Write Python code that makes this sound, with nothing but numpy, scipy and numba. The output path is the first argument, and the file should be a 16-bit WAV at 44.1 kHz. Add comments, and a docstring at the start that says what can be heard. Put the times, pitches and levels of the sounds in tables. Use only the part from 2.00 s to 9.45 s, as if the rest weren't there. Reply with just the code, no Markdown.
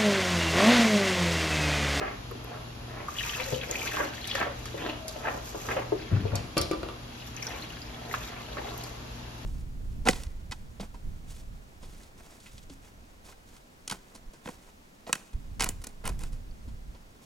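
"""Stirring thick sauce on a gas hob

A tiled kitchen, two microphones close to the frying pan: a spoon scrapes the floor in strokes of stick-slip clicks.
The sauce squelches, plops and smacks as ringing cavities, and sizzles as filtered clicks; the pan floor groans.
Slaps, thuds and ticks are noise bursts that ring the pan; a few dull bumps cluster midway, then the pan rocks
on its grate. Under it all lie the burner's soft noise and a wavering hum of sines."""
import sys
import numpy as np
from scipy import signal
from scipy.fft import rfft, irfft, next_fast_len
from scipy.io import wavfile
from scipy.ndimage import uniform_filter1d
from numba import njit

SR = 44100
rng = np.random.default_rng(int(sys.argv[2]) if len(sys.argv) > 2 else 0)


def master_out(mix):
    """Clip the mix to full scale and print it as 16-bit PCM to the path in sys.argv[1]."""
    frames = np.transpose(np.atleast_2d(mix))
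    ceiling = np.clip(frames, -1, 1)
    pcm = np.round(ceiling * 32767).astype(np.int16)
    wavfile.write(sys.argv[1], SR, pcm)


N = 328534
TIME = np.arange(N) / SR


def undb(db):
    """Decibels to gain."""
    return 10 ** (np.asarray(db) / 20)


def unit(x):
    """Scale to rms 1."""
    return x / np.sqrt(np.mean(x ** 2))


def even(x, size=2048):
    """Hold the level steady over a few hundredths of a second and keep the fine grain."""
    return x / np.sqrt(uniform_filter1d(x ** 2, size) + 1e-12)


def walk(rate):
    """Smooth chance of spread 1, drawn anew at this rate in Hz."""
    step = int(SR / rate)
    stairs = np.repeat(rng.standard_normal(N // step + 1), step)
    return unit(uniform_filter1d(stairs, step)[:N])


def colour(x, points, size=4096):
    """Causal minimum-phase filter through the given points of Hz and dB."""
    hz, db = np.transpose(points)
    grid = np.maximum(np.fft.rfftfreq(size, 1 / SR), 1)
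    cepstrum = irfft(np.log(undb(np.interp(np.log(grid), np.log(hz), db))))
    # fold the cepstrum forward in time, so that nothing sounds before its cause
    cepstrum[1:size // 2] *= 2
    cepstrum[size // 2 + 1:] = 0
    return signal.fftconvolve(x, irfft(np.exp(rfft(cepstrum))))[:len(x)]


def roll_off(x, hz):
    """Treble falls away gently above the corner."""
    return signal.sosfilt(signal.butter(1, hz, fs=SR, output="sos"), x)


def fade(t, t60):
    """Exponential ring-down by 60 dB in t60."""
    return np.exp(-np.log(1000) * t / t60)


def swell(s, rise_s, fall_s, hold_s=0):
    """Exponential attack up to time s, hold, exponential release; rise and fall are time constants."""
    before = (s - TIME) / rise_s
    after = (TIME - s - hold_s) / fall_s
    return np.exp(-np.maximum(np.maximum(before, after), 0))


def add(track, s, x):
    """Mix a sound in at time s."""
    i = int(s * SR)
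    track[i:i + len(x)] += x[:max(N - i, 0)]


def clicks(rate, spread_db):
    """Random tiny impulses of either sign, their sizes scattered exponentially in dB."""
    sizes = undb(spread_db * np.minimum(rng.exponential(size=N), 4))
    return (rng.random(N) < rate / SR) * sizes * rng.choice([-1, 1], N)


@njit
def resonance(x, hz, width_hz):
    """Band-pass whose centre moves."""
    out, band, low = np.empty(len(x)), 0., 0.
    for i in range(len(x)):
        g, k = np.tan(np.pi * hz[i] / SR), width_hz / hz[i]
        v = (band + g * (x[i] - low)) / (1 + g * (g + k))
        band, low, out[i] = 2 * v - band, low + 2 * g * v, k * v
    return out


def bubble(hz, cycles, glide, onset):
    """A cavity rings down by 60 dB in some cycles; its pitch slides by the share glide as it closes."""
    t = np.arange(int(cycles * SR / hz) + 4) / SR
    turns = hz * t
    tone = np.sin(2 * np.pi * turns * (1 + glide * turns / cycles / 2))
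    ring = tone * fade(turns, cycles) * (1 - np.exp(-turns / onset))
    return ring / np.abs(ring).max()


def pockets(rows, cycles, glide, onset, trail_s, trail_db, scatter, splat_db, splat_t60, count=4):
    """Each opens with a rough splat and rings once; quieter ones follow it."""
    out, t = np.zeros(N), TIME[:SR // 4]
    for (s, db, hz), chance in zip(rows, rng.random((len(rows), count, 2))):
        spectrum = [(hz / 2, -16), (hz, 0), (2 * hz, -7), (10 * hz, -36), (100 * hz, -90)]
        splat = colour(rng.standard_normal(len(t)) * fade(t, splat_t60), spectrum)
        add(out, s, undb(db + splat_db) * splat / np.abs(splat).max())
        add(out, s, undb(db) * bubble(hz, cycles, glide, onset))
        for delay, pitch in chance:
            follower = bubble(hz * scatter ** (2 * pitch - 1), cycles, glide, onset)
            # the later, the quieter
            add(out, s + trail_s * delay, undb(db + trail_db * (2.0 + delay)) * follower)
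    return out


# The pan on its grate. Each row: mode in Hz, level in dB before chance, 60 dB ring time in seconds before damping.
PAN_MODES = [(242, -16, .5), (317, -10, .45), (391, -11, .25), (517, -13, .3), (579, -4, .12),
             (898, -13, .18), (1179, 3, .2), (1205, -4, .13), (1300, 0, .05), (1529, -12, .16),
             (1823, -14, .2), (2105, -16, .2), (2331, -15, .2), (3160, -13, .25), (3418, -18, .2),
             (4064, -16, .18), (4237, -13, .2), (4468, -11, .22), (4861, -11, .12), (6266, -21, .2),
             (7440, -19, .2), (10240, -21, .2), (11175, -12, .25), (12520, -23, .2)]


def pan_ring(t, damping):
    """The modes of the pan, a little different at each spot; sauce and spoon damp them."""
    chance = rng.standard_normal((len(PAN_MODES), 2))
    return sum(undb(db + 2 * size) * np.sin(2 * np.pi * (hz * t + phase)) * fade(t, t60 / damping)
               for (hz, db, t60), (size, phase) in zip(PAN_MODES, chance))


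def through_pan(x, ring_db):
    """Whatever happens in the pan sets its modes ringing."""
    ring = pan_ring(TIME[:SR // 2], damping=1)
    return x + undb(ring_db) * signal.fftconvolve(x, ring / np.abs(rfft(ring)).max())[:N]


def blows(rows, spectrum, crack_t60, tail_db, tail_t60, ring_db, damping):
    """A contact crack, a rattle and the modes of the pan; each contact has its own treble corner."""
    out, t = np.zeros(N), np.arange(SR * 3 // 4) / SR
    for s, db, corner_hz in rows:
        envelope = fade(t, crack_t60) + undb(tail_db) * fade(t, tail_t60)
        crack = colour(rng.standard_normal(len(t)) * envelope, spectrum)
        hit = roll_off(crack / np.abs(crack).max() + undb(ring_db) * pan_ring(t, damping), corner_hz)
        add(out, s, undb(db) * hit / np.abs(hit).max())
    return out


def place(x, room_db, pan_db=0, lag_ms=-.065):
    """Two close microphones, the left hearing it lag_ms later (sooner if negative), then hob and tiled walls."""
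    size = 2 * next_fast_len(N // 2 + 1, True)
    hz, t = np.fft.rfftfreq(size, 1 / SR), TIME[:SR // 2]
    left = irfft(rfft(x, size) * np.exp(-2j * np.pi * hz * lag_ms / 1000))[:N]
    # a dense early cluster and a longer, quieter tail
    envelope = (fade(t, 0.031) + undb(-17.5) * fade(t, 0.44)) * (1 - np.exp(-t / 0.0024))
    mid_colour = [(80, -1.5), (400, 3.5), (4500, 5.0), (8500, -13.0)]
    # long waves reach both microphones alike
    side_colour = [(100, -19.0), (300, -3.0), (600, 5.0), (1500, 4.0), (4500, 3.5), (8500, -83)]
    echoes = [colour(unit(rng.standard_normal(len(t))) * envelope, points) for points in (mid_colour, side_colour)]
    mid, side = (signal.fftconvolve(x, echo)[:N] / np.linalg.norm(envelope) for echo in echoes)
    heard = np.array([left, x]) + undb(room_db) * np.array([mid + side, mid - side])
    return heard * undb(np.array([[pan_db], [-pan_db]]) / 2)


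def roaming(x, ring_db, room_db, pan_db, count=4):
    """The spoon wanders between spots in the pan, each with its own ring and reflections."""
    nearness = np.array([np.exp(2 * walk(7)) for _ in range(count)])
    shares = nearness / nearness.sum(axis=0)
    return sum(place(through_pan(x * share, ring_db), room_db, pan_db) for share in shares)


# Colour of the burner's rush in the kitchen. Each row: frequency in Hz, relative level in dB.
RUSH_COLOUR = [(22, -13.5), (40, -0.5), (58, 5), (90, -2.5), (190, -8), (300, -7.5), (520, -16.5),
               (1000, -17), (2000, -23), (4400, -24), (7000, -29), (15000, -107)]
# Motor and mains hum. Each row: frequency in Hz, peak level in dB about which it wavers.
HUM_TONES = [(51, -56), (60, -56), (76, -72), (120, -47), (160, -57), (239, -53)]
HUM_WAVER_DB = 2.5


def kitchen():
    """The burner's rush is noise, alike in the bass at both microphones; the hum is a set of wavering sines."""
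    mid, side = (colour(rng.standard_normal(N), RUSH_COLOUR) for _ in range(2))
    side = colour(unit(side), [(40, -23), (130, -10.5), (300, -9.5), (600, 3.0), (10000, -1.5)])
    rush = undb(-45.0) * (unit(mid) + side * np.array([[1], [-1]])) * undb(.5 * walk(3.74))
    hum = sum(undb(db + HUM_WAVER_DB * walk(8)) * np.sin(2 * np.pi * hz * TIME + .5 * walk(4))
              for hz, db in HUM_TONES)
    return (rush + hum) * undb(np.array([[.7], [-.7]]))


# Strokes of the spoon over the pan floor. Each row: hardest push in seconds, level in dB, bite of the edge in dB
# relative to the push, length in seconds (rise plus fall time constant), central pitch of the edge in Hz.
SPOON_STROKES = [(0.031, -36.5, -3, 0.13, 1750), (0.527, -45, -7, 0.19, 1700),
                 (0.983, -44.5, -5, 0.19, 1800), (1.385, -48.5, 1.5, 0.28, 1890),
                 (1.826, -44.5, -5.5, 0.33, 2280), (2.003, -33.5, -2.5, 0.085, 2090),
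                 (2.42, -33.5, -1.5, 0.085, 1590), (2.866, -35.5, -2, 0.091, 2800),
                 (3.282, -33.5, -1.5, 0.058, 1800), (3.36, -41, -20, 0.056, 1300),
                 (3.708, -33.5, -1.5, 0.039, 2070), (3.778, -36, -8, 0.087, 2500),
                 (4.149, -49, 2.5, 0.094, 1750), (4.37, -43, -5.5, 0.12, 1900),
                 (5.527, -42.5, -6, 0.16, 2130), (6.093, -47, -10, 0.37, 1900),
                 (6.32, -48.5, -3, 0.14, 2200), (6.595, -41, -6, 0.036, 1600),
                 (6.684, -44.5, -10.5, 0.43, 1700)]
STROKE_RISE_SHARE = 0.51  # of its length; the rest is the fall
DRAG_DB, DRAG_BITE_DB = -60, -18  # sauce that clings to the spoon between strokes
WAKE_DB, WAKE_S = -15, 0.14  # sauce flowing back round each stroke, relative to the stroke


def stirring():
    """How hard the spoon pushes and how much its edge bites: drag, strokes and wakes add as powers."""
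    push, bite = undb(DRAG_DB) ** 2, undb(DRAG_DB + DRAG_BITE_DB) ** 2
    for s, db, bite_db, length_s, _ in SPOON_STROKES:
        stroke = undb(db) * swell(s, STROKE_RISE_SHARE * length_s, (1 - STROKE_RISE_SHARE) * length_s)
        wake = undb(db + WAKE_DB) * swell(s, WAKE_S, WAKE_S)
        push = push + stroke ** 2 + wake ** 2
        bite = bite + (stroke * undb(bite_db)) ** 2 + (wake * undb(DRAG_BITE_DB)) ** 2
    return np.sqrt(push), np.sqrt(bite)


# Colour of the scrape's body. Each row: frequency in Hz, relative level in dB.
BODY_COLOUR = [(150, -13), (315, 0), (420, -2), (600, 3), (850, -1), (1120, -4), (1600, -14.5),
               (3000, -46.5)]
# Colour that feeds the spoon's edge. Each row: frequency in Hz, relative level in dB.
EDGE_COLOUR = [(700, -17), (1250, 13.5), (1600, 17), (2300, 13.5), (3000, 11), (5000, -20)]
SLIPS_PER_S, SLIP_SPREAD_DB, SLIP_FLUTTER_DB = 900, 3.2, 2.15
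EDGE_WIDTH_HZ, EDGE_DRIFT = 760.0, 0.23  # the resonance of the spoon's edge, and the share by which it wanders


def scraping(push, bite):
    """The spoon sticks and slips over the pan floor; its resonant edge is pitched anew in each stroke."""
    slips = clicks(SLIPS_PER_S, SLIP_SPREAD_DB) * undb(SLIP_FLUTTER_DB * walk(70))
    stroke_s = [row[0] for row in SPOON_STROKES]
    stroke_hz = [row[4] for row in SPOON_STROKES]
    edge_hz = np.interp(TIME, stroke_s, stroke_hz) * np.exp(EDGE_DRIFT * walk(25))
    edge = resonance(colour(slips, EDGE_COLOUR), edge_hz, EDGE_WIDTH_HZ)
    return push * even(colour(slips, BODY_COLOUR)) + bite * even(edge)


# The spoon turns the sauce over, which squelches and sizzles on the bared metal.
# Each row: start of the hold in seconds, hold in seconds, squelch level in dB, sizzle level in dB.
SAUCE_FOLDS = [(1.18, 0.29, -47, -44), (1.493, 0.15, -47, -49.5), (1.736, 0.27, -43, -44.5),
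               (2.158, 0.12, -44.5, -51), (2.344, 0.023, -38, -47.5), (2.6, 0.31, -52.5, -55.5),
               (3.076, 0.63, -61, -54), (3.51, 0.23, -55, -46.5), (3.99, 0.3, -56, -79),
               (5.142, 0.14, -56, -58.5), (5.422, 0.14, -49.5, -52.5), (5.556, 0.51, -55.5, -59),
               (6.117, 0.16, -50, -50), (6.382, 0.31, -54, -58.5), (6.77, 0.11, -55, -54),
               (6.967, 0.45, -66, -63)]
FOLD_ATTACK_S, FOLD_RELEASE_S = 0.061, 0.061


def folding():
    """How much sauce is tearing open and how much hot metal lies bare, folds adding as powers."""
    return np.sqrt(sum(np.outer(undb([squelch_db, sizzle_db]),
                                swell(s, FOLD_ATTACK_S, FOLD_RELEASE_S, hold_s)) ** 2
                       for s, hold_s, squelch_db, sizzle_db in SAUCE_FOLDS))


SQUELCH_PER_BITE_DB, SQUELCH_REST_DB = -16, -71.5  # squelch behind the spoon's edge; that of sauce left alone
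SQUELCH_CYCLES, SQUELCH_CLUMP_DB = 9, 3.2  # shortest ring; spread of the clumping


def squelching(tear, bite, count=5000):
    """Tiny cavities tear open in clumps in each fold and behind the spoon's edge: some crackle, some ring."""
    out = np.zeros(N)
    pitches = np.clip(rng.standard_normal(count), -2, 2)
    for (when, length, size), pitch in zip(rng.random((count, 3)), pitches):
        ring = bubble(2950 * 1.42 ** pitch, cycles=SQUELCH_CYCLES * 7.3 ** length, glide=0.38, onset=0.2)
        add(out, when * N / SR, ring * undb(-3.8 * np.log(max(size, .02))))
    clumps = undb(SQUELCH_CLUMP_DB * walk(55))
    behind_edge = bite * undb(SQUELCH_PER_BITE_DB)
    return unit(out * clumps) * np.sqrt(tear ** 2 + behind_edge ** 2 + undb(SQUELCH_REST_DB) ** 2)


# Colour of the sizzle on bared metal. Each row: frequency in Hz, relative level in dB.
SIZZLE_COLOUR = [(3000, -7.5), (5000, 12.5), (6800, 20.5), (9500, 6), (12000, 15.5), (15500, -10)]
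# Colour of the steady simmer. Each row: frequency in Hz, relative level in dB.
SIMMER_COLOUR = [(1500, 1), (3000, 7.5), (5000, 1.5), (7000, -39), (10000, 10), (13000, -1.5), (15500, -18)]
# Single droplets bursting on hot metal. Each row: start in seconds, peak level in dB before the room.
DROPLETS = [(0.312, -36), (0.444, -39), (2.278, -36), (5.27, -39), (6.128, -31), (6.778, -28.5)]
# Colour of a droplet's burst. Each row: frequency in Hz, relative level in dB.
DROPLET_COLOUR = [(2000, -39), (7000, -6), (12500, 7), (15500, -7)]
DROPLET_T60_S, SIZZLE_FLUTTER_DB = 0.016, 2.6


def sizzling(bare):
    """The sauce simmers steadily in fine clicks and spits where a fold bares the hot metal."""
    spits = clicks(rate=1100, spread_db=3.5) * undb(SIZZLE_FLUTTER_DB * walk(27.13))
    simmer = unit(colour(clicks(rate=5800, spread_db=-1.0), SIMMER_COLOUR))
    out = unit(colour(spits, SIZZLE_COLOUR)) * bare + undb(-59.0) * simmer
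    t = TIME[:SR // 20]
    for s, db in DROPLETS:
        burst = colour(rng.standard_normal(len(t)) * fade(t, DROPLET_T60_S), DROPLET_COLOUR)
        add(out, s, undb(db) * burst / np.abs(burst).max())
    return out


# The spoon's back slips over the pan floor and makes it groan.
# Each row: height of the swell in seconds, level in dB before roughness, central pitch in Hz,
# rise and fall time constant in seconds.
FLOOR_GROANS = [(0.05, -48, 318, 0.044), (1.412, -36, 515, 0.018), (1.49, -35, 518, 0.017),
                (1.545, -32, 512, 0.02), (1.585, -34, 505, .012), (1.64, -43, 513, .022),
                (1.71, -38, 503, .018), (1.79, -49, 525, 0.045), (2.03, -36, 317, 0.053),
                (2.025, -34, 560, 0.024), (2.359, -35, 563, 0.015), (2.505, -37, 576, 0.016),
                (2.77, -46, 560, 0.022), (2.86, -37, 316, 0.075), (2.91, -38, 590, 0.02),
                (3.06, -43, 650, .08)]
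GROAN_ROUGH_DB, GROAN_WAVER = 4, .03  # spread of the level; share by which the pitch wavers, at two speeds


def groaning():
    """Uneven slips feed sauce-damped modes of the pan floor, which waver as the spoon moves."""
    rough = even(undb(GROAN_ROUGH_DB * walk(110)))
    wavering = np.cumsum(1 + GROAN_WAVER * (walk(30) + walk(140))) / SR
    return rough * sum(undb(db) * swell(s, length_s, length_s) * np.sin(2 * np.pi * hz * wavering)
                       for s, db, hz, length_s in FLOOR_GROANS)


# Air pockets closing in the sauce. Each row: start in seconds, peak of the ring in dB before pan and room,
# starting pitch in Hz.
AIR_POCKETS = [(0.312, -36.5, 409), (0.356, -38.5, 279), (1.25, -37, 1010), (1.262, -33.5, 1240),
               (1.364, -34, 1170), (1.399, -37, 970), (2.465, -27, 680), (3.277, -28.5, 1020),
               (3.548, -36.5, 1060), (6.138, -35, 1030), (6.374, -37, 1060), (6.567, -38, 580)]


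def plopping():
    """Closing air pockets ring briefly with a slight rise in pitch."""
    return pockets(AIR_POCKETS, cycles=11.0, glide=0.038, onset=0.3, trail_s=0.038, trail_db=-7.0,
                   scatter=1.24, splat_db=-11.5, splat_t60=0.05)


# Spoon slapping the pan through the sauce. Each row: start in seconds, peak in dB before the room,
# treble corner in Hz.
SPOON_SLAPS = [(0.312, -34.5, 2500), (1.399, -30, 2500), (1.969, -19.5, 2200), (2.353, -22, 3500),
               (2.413, -18.5, 1500), (2.428, -18, 1500), (2.657, -33, 3000), (3.279, -30, 1480),
               (3.688, -22, 2520), (3.768, -24, 700), (3.921, -35, 700), (6.14, -16.5, 4000),
               (6.57, -27, 1200)]
# Colour of a slap's crack. Each row: frequency in Hz, relative level in dB.
SLAP_COLOUR = [(150, -14), (500, -13), (1100, 11), (1900, 8.5), (3500, -6.5), (10000, -15)]


def slapping():
    """A short crack through the sauce, which damps the pan heavily."""
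    return blows(SPOON_SLAPS, SLAP_COLOUR, crack_t60=0.0087, tail_db=-38, tail_t60=0.019, ring_db=-33, damping=3.9)


# The loudest sauce films snapping off the spoon. Each row: start in seconds, peak of the ring in dB before
# the room, starting pitch in Hz.
FILM_SMACKS = [(1.084, -26, 1160), (1.1653, -34, 2850), (1.1854, -22.5, 3100), (1.1936, -22.5, 2870),
               (1.208, -30, 1840), (1.229, -33, 3700), (1.2356, -27, 2450), (1.294, -25, 3040),
               (1.3488, -26.5, 2700), (1.3985, -28, 2290), (1.544, -28, 3030), (1.6128, -31, 3200),
               (1.6352, -29.5, 2420), (1.712, -16.5, 6730), (1.7385, -37, 2420), (1.755, -24.5, 2460),
               (1.792, -31, 3090), (1.8163, -26, 2350), (1.9196, -33, 1780), (1.9375, -31, 2630),
               (1.9689, -31, 1570), (2.3125, -24, 3300), (2.354, -26.5, 1780), (3.2524, -28.5, 1634),
               (3.27, -30, 1640), (5.3657, -27.5, 6150), (5.4235, -32.5, 2290), (5.427, -22.5, 5650),
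               (5.4685, -22.5, 5700), (5.5034, -40, 2000), (5.6231, -32.5, 4130), (5.7024, -34.5, 2860),
               (5.8182, -33.5, 4790), (6.112, -31, 1960), (6.3639, -38, 2250), (6.4642, -41, 3000)]


def smacking():
    """Snapping films open small cavities that ring high and rise slightly."""
    return pockets(FILM_SMACKS, cycles=31, glide=0.046, onset=1.0, trail_s=0.021, trail_db=-7.5,
                   scatter=1.11, splat_db=-9, splat_t60=0.0095)


# Dull low bumps. Each row: start in seconds, peak of the ring in dB before pan and room, # starting pitch in
# Hz.
DULL_BUMPS = [(1.524, -30.5, 129.5), (4.114, -28.5, 133), (4.124, -17, 101.6), (4.165, -38, 107),
              (4.236, -25, 98), (4.324, -22.5, 102.4), (4.596, -30.5, 79.5)]


def bumping():
    """A low ring that sinks slightly, with a long rough splat."""
    return pockets(DULL_BUMPS, cycles=24.4, glide=-0.034, onset=0.34, trail_s=0.068, trail_db=-21,
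                   scatter=1.65, splat_db=-6.0, splat_t60=0.6)


# The spoon knocks on the pan floor, muffled by sauce. Each row: start in seconds, peak in dB before pan and room,
# pitch of the body in Hz.
FLOOR_THUDS = [(1.524, -27.5, 504), (1.697, -31, 470), (2.743, -30.5, 485), (3.16, -36.5, 600),
               (3.546, -31.5, 506), (3.768, -24.5, 550), (3.921, -22, 380), (4.116, -28, 230),
               (4.253, -27.5, 472), (4.331, -30.5, 517)]
# Colour of a thud. Each row: multiple of the body's pitch, relative level in dB.
THUD_COLOUR = [(.2, -25), (.65, -10), (1, 0.5), (1.35, -10), (2.2, -19.5), (4, -36), (25, -78)]
THUD_RATTLE_DB, THUD_T60_S = -25, 0.11


def thudding():
    """One blunt push on the pan floor, then a short shudder of pan and sauce."""
    out, t = np.zeros(N), TIME[:SR // 4]
    for s, db, hz in FLOOR_THUDS:
        shudder = rng.standard_normal(len(t)) * fade(t, THUD_T60_S)
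        contact = (t == 0) + undb(THUD_RATTLE_DB) * shudder
        body = colour(contact, [(hz * multiple, band_db) for multiple, band_db in THUD_COLOUR])
        add(out, s, undb(db) * body / np.abs(body).max())
    return out


# Hard ticks on the rim and grate. Each row: start in seconds, peak in dB before the room, treble corner in Hz.
RIM_CLINKS = [(2.274, -24, 7500), (2.353, -20, 4500), (2.656, -27.5, 7500), (3.081, -21.5, 7450),
              (3.092, -29, 7500), (4.355, -18, 7540), (4.579, -10.5, 7550), (4.614, -14.5, 9050),
              (4.713, -26.5, 9000), (6.838, -25.5, 7500)]
# Colour of a tick's crack. Each row: frequency in Hz, relative level in dB.
CLINK_COLOUR = [(500, -1), (2000, -14), (4200, 3.5), (6000, 6), (11500, 7.5), (15000, -10.5)]


def clinking():
    """A hard, bright crack with a faint, lightly damped ring of the pan."""
    return blows(RIM_CLINKS, CLINK_COLOUR, crack_t60=.016, tail_db=-30.5, tail_t60=0.51, ring_db=-51.0, damping=0.78)


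# Pan rocking on the grate. Each row: start in seconds, peak in dB before the room, treble corner in Hz.
GRATE_KNOCKS = [(4.568, -14.5, 2500), (4.571, -11, 2840), (4.606, -24, 1100), (4.712, -14.5, 1300),
                (4.733, -22.5, 900), (4.831, -21.5, 1090), (4.887, -27.5, 1300)]
# Colour of a knock's crack. Each row: frequency in Hz, relative level in dB.
KNOCK_COLOUR = [(100, 0), (200, 4.5), (320, 11.5), (430, 9), (570, 11.5), (750, 0), (1050, 0), (1300, 3.5),
                (1600, -9), (2100, -4), (3500, -1), (7000, -10.5), (14000, -15.5)]


def knocking():
    """The rocking pan strikes its grate, rattles and rings."""
    return blows(GRATE_KNOCKS, KNOCK_COLOUR, crack_t60=0.0084, tail_db=-20.5, tail_t60=0.37,
                 ring_db=-22.5, damping=1.45)


def scene():
    """Everything happens in or by the pan, mostly a little off centre, over the kitchen's rush and hum."""
    push, bite = stirring()
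    tear, bare = folding()
    return (kitchen()
            + roaming(scraping(push, bite), ring_db=-21.0, room_db=-2.5, pan_db=-0.5)
            + place(squelching(tear, bite) + smacking(), room_db=-5, pan_db=2.0)
            + place(sizzling(bare), room_db=0.0)
            + place(groaning(), room_db=-11, pan_db=8.0)
            + place(through_pan(plopping(), ring_db=13.5), room_db=0.0, pan_db=2.0)
            + place(slapping(), room_db=-7.5, pan_db=-4.0)
            + place(through_pan(bumping(), ring_db=12), room_db=-10.5, pan_db=4.0)
            + place(through_pan(thudding(), ring_db=8), room_db=-1.5, pan_db=1.5)
            + place(clinking(), room_db=0.0, pan_db=2.3)
            + place(knocking(), room_db=-5.5, pan_db=1.0, lag_ms=0))


TOP_HZ = 15000


def record(dry):
    """The recorder cuts the top steeply."""
    return signal.sosfilt(signal.ellip(8, .2, 70, TOP_HZ, fs=SR, output="sos"), dry)


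dry = scene()
out = record(dry)
master_out(out)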